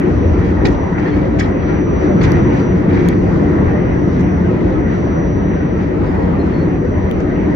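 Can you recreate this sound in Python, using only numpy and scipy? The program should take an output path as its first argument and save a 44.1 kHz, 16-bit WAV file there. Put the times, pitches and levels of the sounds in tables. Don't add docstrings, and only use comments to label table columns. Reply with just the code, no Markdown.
import sys
import numpy as np
from scipy import signal
from scipy.fft import rfft, irfft, next_fast_len
from scipy.io import wavfile
from scipy.ndimage import uniform_filter1d

SR = 44100
rng = np.random.default_rng(int(sys.argv[2]) if len(sys.argv) > 2 else 0)


def to_wav(s):
    ch = np.atleast_2d(s).T
    pcm = np.round(np.clip(ch, -1, 1) * 32767)
    wavfile.write(sys.argv[1], SR, pcm.astype(np.int16))


def gain_from_db(level_db):
    decades = np.asarray(level_db, float) / 20
    return 10 ** decades


N = 332955
T = np.arange(N) / SR
SIZE = next_fast_len(N)
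HZ = np.maximum(np.fft.rfftfreq(SIZE, 1 / SR), 1)
SIDES = np.array([[1], [-1]])

# frequency in Hz, left-right likeness from -1 to 1.
LIKENESS = [(60, .87), (180, .9), (330, .76), (510, 0), (700, -.25), (900, .15), (1050, 0), (1400, -.45),
            (1700, .2), (2200, .22), (2800, -.22), (3300, .15), (4500, .15), (6000, .05)]
# frequency in Hz, left minus right in dB.
LEAN_DB = [(60, 3), (92, 1), (140, 0.5), (220, 0.5), (330, 2.5), (500, 2.5), (770, 3), (1180, 0), (1810, 1),
           (2770, 0.5)]
# time in seconds, level in dB.
TRACK_DB = [(0, 1), (.6, 0), (1.0, -1.5), (1.45, 0), (1.75, 0), (2.0, 0.5), (2.25, 3.5), (2.65, 1),
            (3.0, 0), (3.7, 1.5), (4.1, -1.5), (4.7, 0), (5.4, -1.5), (5.9, -2), (6.1, -.5), (6.9, -1.5),
            (7.2, -2), (7.55, 0.5)]
# time in
# seconds, frequency in Hz, swell in dB, length in seconds.
JOLTS = [(0.078, 322, 6, 0.05), (.3, 79.5, 7, 0.29), (0.667, 350, 9, 0.072), (0.685, 65.4, 8, .2),
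         (1.2, 330, 0.5, .15), (1.357, 179, -1, 0.24), (1.806, 80, 1.5, .3), (1.902, 333, 3, 0.5),
         (2.157, 169, 4, 0.11), (2.317, 109.6, 8, 0.27), (2.5, 316.5, 3, 0.085), (2.952, 175.4, 5, 0.31),
         (3.032, 297, 5, 0.17), (3.3, 119, 7, .3), (3.47, 303, 5.5, .2), (3.574, 850, 0.5, .2),
         (3.76, 372, 3, .2), (4.187, 179.6, 4.5, 0.31), (4.448, 84.8, 5, .4), (4.95, 1880, 2, 0.33),
         (5.297, 81, 2.5, 0.17), (5.691, 180.3, 4.5, 0.15), (5.961, 201, 4, 0.18), (2.559, 547, -3, 0.18),
         (4.499, 280, 1.5, 0.22), (3.28, 200.6, -2, .2), (.85, 282, -2.5, .2), (0.361, 200.5, -3.5, 0.22),
         (1.119, 2200, 2, .2), (3.0, 2210, 3, 0.17), (1.371, 150, 4, .15), (4.75, 70.3, 5.5, .15),
         (3.899, 99.6, 5, 0.22), (.7, 850, 4, .3), (6.107, 80, 2.5, 0.19), (6.2, 900, 3, .4),
         (6.457, 70, 2.5, .15), (6.692, 171.5, 5.5, .15), (6.8, 307, 2.5, .2), (7.034, 85, 4, .25),
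         (7.467, 350, 1.5, 0.12)]

# frequency in Hz, density in dB per Hz.
BODY_TONE = [(12, -57), (20, -27), (30, -17), (40, -6), (69, -3.5), (135, -6), (177, -1), (232, -6.5),
             (290, -4.5), (352, -7.5), (433, -10.5), (476, -11), (558, -16), (900, -26), (1170, -57.5),
             (1980, -120)]
# frequency in Hz, width in Hz, height in dB.
BODY_MODES = [(86.7, 15, 4), (183, 31, 1), (297.5, 9.7, 6), (360.7, 24, 4.5), (474.4, 18, 2), (613, 44, 3)]
# frequency in Hz, density in dB per Hz.
ROLL_TONE = [(500, 1.5), (630, -4.5), (800, -8), (1000, -13.5), (1300, -12), (1600, -15), (1950, -18),
             (2500, -23), (3200, -32), (4000, -38), (5000, -40.5), (6600, -45.5), (7500, -53.5),
             (8300, -59)]
# frequency in Hz, width in Hz, height in dB.
WHEEL_MODES = [(972, 140, 5), (1893, 130, 6.5), (2038, 89, 5), (3480, 41, -1), (3890, 34, 8),
               (4250, 38, 2.5), (4520, 46, 2.5), (4670, 31, 3), (5150, 36, 0.5), (5500, 25, 0)]

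# time in seconds, carrier in dB, upper minus lower sideband in dB.
WHINE_DB = [(0, -63, 8), (.28, -53, -8), (.5, -64, 0), (.72, -54, -12), (1.3, -63, -10), (1.7, -52, -18),
            (2.7, -52, -10), (2.86, -66, 0), (2.97, -57, 10), (3.45, -60, 16), (4.3, -54, -14),
            (4.6, -66, 5), (4.78, -58, 12), (5.25, -52, 12), (5.8, -58, 3), (6.05, -76, 8), (6.7, -59, -12),
            (7.55, -60, -10)]
# frequency in Hz, width in #
# Hz, level in dB, flicker in dB.
HISS_BANDS = [(8569.6, 5, -86, 2), (9900, 400, -104, 8), (10850, 150, -81, .5), (11200, 150, -80, .5),
              (14800, 400, -112, 8)]

# start in seconds, level in dB, ring t60 in seconds, brightness in dB an octave.
CLANKS = [(.272, -45, 0.1, -6), (0.6476, -20.5, 0.17, 2.5), (0.691, -42.5, .2, 5),
          (.975, -28.5, 0.18, -5.5), (1.384, -26, .26, 4), (1.43, -46, 0.15, -3.5), (2.02, -39.5, .15, 2),
          (2.207, -27.5, 0.18, 0.5), (2.229, -27, 0.17, 3), (2.339, -34, 0.2, -4.5),
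          (3.258, -42.5, .06, -10), (4.19, -45, 0.09, 9.5), (5.07, -36.5, 0.13, -7), (5.81, -40.5, .1, 3),
          (5.841, -37.5, 0.057, -8.5), (6.45, -45, 0.098, 2), (7.061, -46, .05, -7),
          (7.199, -31.5, 0.078, 1.5)]
# middle in seconds, level in dB, length in seconds, brightness in dB an octave.
SCRAPES = [(0.448, -36.5, 0.33, -2), (1.063, -30.5, 0.099, -6), (1.138, -39, 0.14, -1.5),
           (1.212, -40, 0.18, -2), (1.697, -33.5, 0.31, -6.5), (2.583, -34.5, 0.17, 0),
           (2.944, -31, 0.16, -4.5), (3.067, -31.5, 0.23, -3), (4.946, -40.5, 0.18, -1),
           (6.074, -41, .16, -0.5), (6.583, -41.5, 0.22, -7)]
# frequency in Hz, density in dB per Hz.
STEEL_TONE = [(700, 2), (1200, -6), (1800, 1.5), (2500, -8), (3200, -15.5), (4500, -17.5), (6500, -22.5),
              (8000, -37), (10000, -55.5), (12500, -67), (14000, -88)]
# frequency in Hz, width in Hz, height in dB.
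STEEL_MODES = [(1380, 60, 4), (1880, 31, 2.5), (2254, 25, 8), (2330, 24, 12), (3150, 54, -0.5),
               (3260, 45, 10), (3900, 49, 7.5), (4520, 60, 4.5), (4800, 80, 1)]
# start in seconds, frequency in Hz, peak in dB,
# t60 in seconds, half of left's lead over right in turns.
RINGS = [(.648, 850, -25, .09, .1), (.65, 1870, -25, .08, .1), (.655, 2500, -29, .09, -.1),
         (.657, 1500, -29, .07, .15), (.657, 3450, -34, .08, 0.), (.669, 1860, -24, .06, .1),
         (.679, 1880, -27, .08, -.1), (.976, 2300, -34, .06, .1), (1.06, 1800, -33, .15, .1),
         (1.186, 2280, -33, .08, .1), (1.389, 1930, -32, .15, .1), (1.395, 2200, -28, .12, -.1),
         (1.4, 1680, -30, .12, .1), (1.402, 1950, -29, .1, .1), (1.408, 2270, -29, .12, 0.),
         (1.395, 3400, -37, .15, .1), (1.397, 5100, -40, .15, .1), (1.425, 1850, -32, .1, .1),
         (1.474, 900, -28, .08, .1), (2.211, 1850, -31, .06, .1), (2.213, 2150, -33, .12, -.1),
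         (2.213, 3500, -39, .07, .1), (2.21, 4500, -39, .07, .1), (2.234, 2470, -31, .1, .1),
         (2.236, 1590, -31, .12, .1), (2.238, 2050, -28, .1, -.1), (2.238, 3520, -34, .05, .1),
         (2.239, 3960, -37, .06, .1), (2.349, 1900, -31, .08, .1), (2.354, 1560, -32, .1, .1),
         (2.947, 2000, -32, .06, .1), (2.968, 2200, -33, .06, .1), (3.117, 1950, -32, .07, .1),
         (3.257, 590, -20, .035, .03), (5.069, 665, -18, .035, .03), (5.84, 600, -20, .035, .03),
         (7.061, 600, -22, .035, .03), (.65, 520, -23, .1, .03)]

# start in seconds, peak in dB, left lag behind right in ms,
# left minus right in dB, brightness in dB an octave.
GRIT_TICKS = [(.35, -72, 0., 0., .1), (1.0065, -66, 0., 0., .1), (1.112, -69, 0., 0., .1),
              (1.131, -65, 0., 0., .1), (2.109, -61, 0., 0., .1), (3.41, -72, 0., 0., .1),
              (4.269, -70, 0., 0., .1), (4.2985, -63, 0., 0., .1), (4.758, -73, 0., 0., .1),
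              (4.7685, -64, 0., 0., .1), (5.984, -65, 0., 0., .1), (6.8437, -75, 0., 0., .1)]
TRIM_TICKS = [
    (0.671, -26.5, .3, -4, 0.5),
    (0.8404, -54, 0.013, 9, 12),
    (1.1487, -55.5, 0.27, 2.5, 6.5),
    (2.3194, -23.5, .35, -5.5, 0.9),
]
LATCH_TICKS = [
    (3.0867, -18.5, .3, 1.7, .6),
]
PANEL_TICKS = [
    (7.1127, -24, -.2, 6, -.5),
]
# frequency in Hz, t60 in seconds, level in dB.
GLASS_MODES = [(12900, .004, -10), (13700, .004, -6), (14600, .004, -6), (15400, .004, -7)]
TRIM_MODES = [(2300, 0.0054, -4.5), (3900, .005, -10.5), (4800, 0.0063, 1), (6240, .006, -1.5),
              (7500, .003, -9.5), (8900, 0.0036, -13), (11300, 0.0044, -10.5), (12200, .004, -9),
              (14500, .0025, -21), (15400, .0025, -17.5)]
LATCH_MODES = [(3330, 0.0055, -1), (4150, .006, -2.5), (5300, .004, -7), (6600, 0.0055, -3.5),
               (8000, 0.005, -8), (9600, 0.0042, -7.5), (11500, .004, -3.5), (12600, .004, -7),
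               (14000, .003, -12.5), (15000, .003, -11)]
PANEL_MODES = [(2300, .007, 0.5), (3100, 0.007, 1), (4200, 0.0043, -9.5), (6440, 0.0043, -10),
               (8200, .003, -18), (10400, 0.0044, -11.5), (12300, .003, -16), (14300, .003, -13),
               (15400, .003, -7.5)]

# start in seconds, length in seconds, frequency in Hz, level in dB.
SQUEAKS = [(1.05, .04, 1830, -36), (1.06, .04, 4250, -52), (1.08, .03, 3400, -48), (1.11, .055, 4350, -51),
           (1.112, .035, 3150, -47), (1.68, .07, 1390, -38), (2.92, .045, 3780, -52),
           (2.93, .03, 4200, -55), (6.04, .05, 4550, -58), (6.065, .04, 5060, -58), (6.085, .05, 4850, -58),
           (6.39, .04, 4190, -48), (6.43, .04, 4150, -58), (6.395, .04, 3930, -56), (6.53, .115, 4348, -48),
           (6.21, .04, 4150, -59), (6.21, .04, 4420, -60), (6.075, .03, 3620, -54), (6.55, .09, 4080, -60)]
# start in seconds, end in seconds, lower edge in Hz.
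STARVED = [(.19, .24, 6900), (.33, .38, 6500), (1.58, 2.0, 6130), (2.67, 2.76, 6250), (3.72, 3.9, 6200),
           (4.27, 4.3, 6500), (4.84, 4.87, 6600), (5.07, 5.5, 6130), (5.56, 5.77, 6130), (7.32, 7.4, 6300)]


def table(rows, hz):
    return np.interp(np.log(hz), np.log(np.array(rows)[:, 0]), np.array(rows)[:, 1])


def curves(rows):
    time_s, *columns = np.transpose(rows)
    return np.array([np.interp(T, time_s, column) for column in columns])


def walk(rate_hz):
    hold = int(SR / rate_hz)
    steps = np.repeat(rng.standard_normal(N // hold + 1), hold)
    return 1.5 * uniform_filter1d(uniform_filter1d(steps, hold), hold)[:N]


def colour(tone, modes):
    peaks_db = sum(db / (1 + (2 * (HZ - hz) / width_hz) ** 2) for hz, width_hz, db in modes)
    return gain_from_db(table(tone, HZ) + peaks_db)


def diffuse():
    mid, side = rfft(rng.standard_normal((2, SIZE)))
    alike = np.clip(table(LIKENESS, HZ), -.99, .99)
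    ports = np.sqrt(1 + alike) * mid + SIDES * np.sqrt(1 - alike) * side
    return ports * gain_from_db(SIDES * table(LEAN_DB, HZ) / 2)


def band_of(spectrum, place, k):
    return irfft(spectrum * np.cos(np.pi / 2 * np.clip(place - k, -1, 1)) ** 2, SIZE)[:, :N]


def jolts(hz):
    db = np.zeros(N)
    for when_s, at_hz, swell_db, length_s in JOLTS:
        span = slice(max(int((when_s - length_s) * SR), 0), int((when_s + length_s) * SR))
        near = np.exp(-(np.log2(hz / at_hz) / 0.52) ** 2)
        if near > .01:
            db[span] += swell_db * near * np.cos(np.pi / 2 * (T[span] - when_s) / length_s) ** 2
    return db


def rumble(gain, span_hz, follow, trim_db, shared_db, flicker_db, rate_hz):
    spectrum, shake, out = diffuse() * gain, walk(rate_hz), 0
    common_db = follow * curves(TRACK_DB)[0] + shared_db * shake
    first, last = (int(2 * np.log2(hz / 20)) for hz in span_hz)
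    place = np.clip(2 * np.log2(HZ / 20), first, last)
    for k in range(first, last + 1):
        level_db = common_db + jolts(20 * 2 ** (k / 2)) + flicker_db * walk(2 * rate_hz)
        out = out + band_of(spectrum, place, k) * gain_from_db(level_db)
    return out * gain_from_db(trim_db) / out.std()


def body():
    gain = colour(BODY_TONE, BODY_MODES) / (1 + (HZ / 750) ** 8) / (1 + (30 / HZ) ** 6)
    return rumble(gain, (35, 700), follow=0.81, trim_db=-12.5, shared_db=0.37, flicker_db=.5, rate_hz=9)


def rolling():
    gain = colour(ROLL_TONE, WHEEL_MODES) / (1 + (600 / HZ) ** 8) / (1 + (HZ / 8300) ** 40)
    return rumble(gain, (500, 6000), follow=1.0, trim_db=-28, shared_db=0.66, flicker_db=1.24, rate_hz=9)


def pings(count, level_db, spread_db, length_s):
    out, rough_db = np.zeros((2, N)), curves(TRACK_DB)[0]
    for when, pitch, size, stretch, turn, pan in rng.random((count, 6)):
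        hz = 500 * 11 ** pitch
        t = T[:int(length_s * (.5 + stretch) * SR)]
        start = int(when * (N - len(t)))
        db = level_db + table(ROLL_TONE, hz) + rough_db[start] - rough_db.mean()
        db = db - spread_db * np.log(0.05 + size)
        swell = np.sin(np.pi * np.sqrt(t / t[-1])) ** 2
        tone = np.sin(2 * np.pi * (hz * t + SIDES * turn))
        out[:, start:start + len(t)] += gain_from_db(db + SIDES * 1.9 * (pan - .5)) * swell * tone
    return out


def whine():
    carrier_hz, sideband_hz, sideband_db, pan_db = 5859.2, 146.1, -70, -2
    carrier_db, lean_db = curves(WHINE_DB)
    out = 0
    for k in (-1, 0, 1):
        db = sideband_db - np.maximum(-k * lean_db, 0) + 2.1 * walk(2.6) if k else carrier_db
        turn_rad = SIDES * (.2 * walk(1.5) - .3) + .15 * walk(12)
        tone = np.sin(2 * np.pi * (carrier_hz + k * sideband_hz) * T + turn_rad)
        out = out + gain_from_db(db + 4 + .8 * walk(15)) * tone
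    return out * gain_from_db(SIDES * (pan_db + 1.1 * walk(1.6)) / 2)


def faint_hiss():
    out, spectrum = 0, diffuse()
    for hz, width_hz, db, flicker_db in HISS_BANDS:
        band = irfft(spectrum * np.exp(-((HZ - hz) / width_hz) ** 2), SIZE)[:, :N]
        out = out + band * gain_from_db(db + flicker_db * walk(20)) / band.std()
    return out


def rattling_steel():
    spectrum = diffuse() * colour(STEEL_TONE, STEEL_MODES) / (1 + (800 / HZ) ** 4)
    octave = np.clip(np.log2(HZ / 2000), -1, 2)
    bands = [band_of(spectrum, octave, k) for k in range(-1, 3)]
    rattle = gain_from_db(0.95 * walk(200) + 3.3 * np.array([walk(140) for band in bands]))
    return bands / sum(bands).std(), rattle


def clanks(bands, rattle):
    out = np.zeros((2, N))
    for start_s, db, t60_s, bright_db in CLANKS:
        rise_s = .003 + 0.015 * (t60_s / 0.14) ** 1.5 * gain_from_db(-0.63 * (db + 42.5))
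        span = slice(int(start_s * SR), int((start_s + rise_s + t60_s) * SR))
        t = T[span] - start_s
        for k, band in enumerate(bands, -1):
            decay_db = 60 * np.maximum(t - rise_s, 0) / t60_s * 1.04 ** k
            shape = np.clip(t / rise_s, 0, 1) * gain_from_db(db + bright_db * k - decay_db)
            out[:, span] += band[:, span] * shape * rattle[k + 1, span]
    return out


def scrapes(bands, rattle):
    out = np.zeros((2, N))
    for middle_s, db, length_s, bright_db in SCRAPES:
        span = slice(int((middle_s - length_s / 2) * SR), int((middle_s + length_s / 2) * SR))
        swell = np.cos(np.pi * (T[span] - middle_s) / length_s)
        for k, band in enumerate(bands, -1):
            out[:, span] += band[:, span] * swell * gain_from_db(db + bright_db * k) * rattle[k + 1, span] ** 0.62
    return out


def ticks(rows, modes):
    rise_s = .0005
    out = np.zeros((2, N))
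    phases = rng.uniform(0, 2 * np.pi, (len(rows), len(modes)))
    for (start_s, db, lag_ms, pan_db, bright_db), row_phases in zip(rows, phases):
        span = slice(int((start_s - .002) * SR), int((start_s + .03) * SR))
        t = np.maximum(T[span] - start_s - SIDES * lag_ms / 2000, 0)
        for (hz, t60_s, mode_db), phase in zip(modes, row_phases):
            peak_db = db + 3 + mode_db + bright_db * np.log2(hz / 6500) + SIDES * pan_db / 2
            shape = gain_from_db(peak_db - 60 * t / t60_s) * np.minimum(t / rise_s, 1)
            out[:, span] += shape * np.sin(2 * np.pi * hz * t + phase)
    return out


def rings():
    rise_s, gain_db = .0015, 4.5
    out = np.zeros((2, N))
    for start_s, hz, db, t60_s, turns in RINGS:
        span = slice(int(start_s * SR), int((start_s + t60_s) * SR))
        t = np.maximum(T[span] - start_s, 0)
        shape = gain_from_db(db + gain_db - 60 * t / t60_s) * (1 - np.exp(-t / rise_s))
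        out[:, span] += shape * np.sin(2 * np.pi * (hz * t + SIDES * turns))
    return out


def squeaks():
    out = np.zeros((2, N))
    waver_turns = np.cumsum(11 * walk(80)) / SR
    rough = gain_from_db(2.5 * walk(250))
    for start_s, length_s, hz, db in SQUEAKS:
        span = slice(int(start_s * SR), int((start_s + length_s) * SR))
        swell = np.sin(np.pi * np.clip((T[span] - start_s) / length_s, 0, 1)) ** 0.39 * rough[span]
        tone = np.sin(2 * np.pi * (hz * T[span] + waver_turns[span]) + 0.22 * SIDES)
        out[:, span] += gain_from_db(db) * swell * tone
    return out


def scene():
    bands, rattle = rattling_steel()
    wheels = rolling() + pings(count=1000, level_db=-26.5, spread_db=2.0, length_s=.07)
    wheels = wheels + clanks(bands, rattle) + scrapes(bands, rattle) + rings()
    car = body() + wheels + whine() + faint_hiss()
    fittings = ticks(TRIM_TICKS, TRIM_MODES) + ticks(LATCH_TICKS, LATCH_MODES)
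    fittings = fittings + ticks(PANEL_TICKS, PANEL_MODES) + ticks(GRIT_TICKS, GLASS_MODES)
    return car + fittings + squeaks()


def starve(x):
    out = x.copy()
    for start_s, end_s, edge_hz in STARVED:
        span = slice(int(start_s * SR), int(end_s * SR))
        fade = np.clip(np.minimum(T[span] - start_s, end_s - T[span]) / .012, 0, 1)
        faint = signal.ellip(10, .1, 60, (edge_hz, 10000), "bandpass", fs=SR, output="sos")
        out[:, span] -= fade * signal.sosfiltfilt(faint, x[:, span])
    return out


def band_limit(x):
    return signal.sosfilt(signal.butter(12, 15830, fs=SR, output="sos"), x)


def record(dry):
    ceiling = .95
    soft = ceiling * dry / (ceiling ** 4 + dry ** 4) ** .25
    mix = starve(soft)
    return band_limit(mix)


dry = scene()
out = record(dry)
to_wav(out)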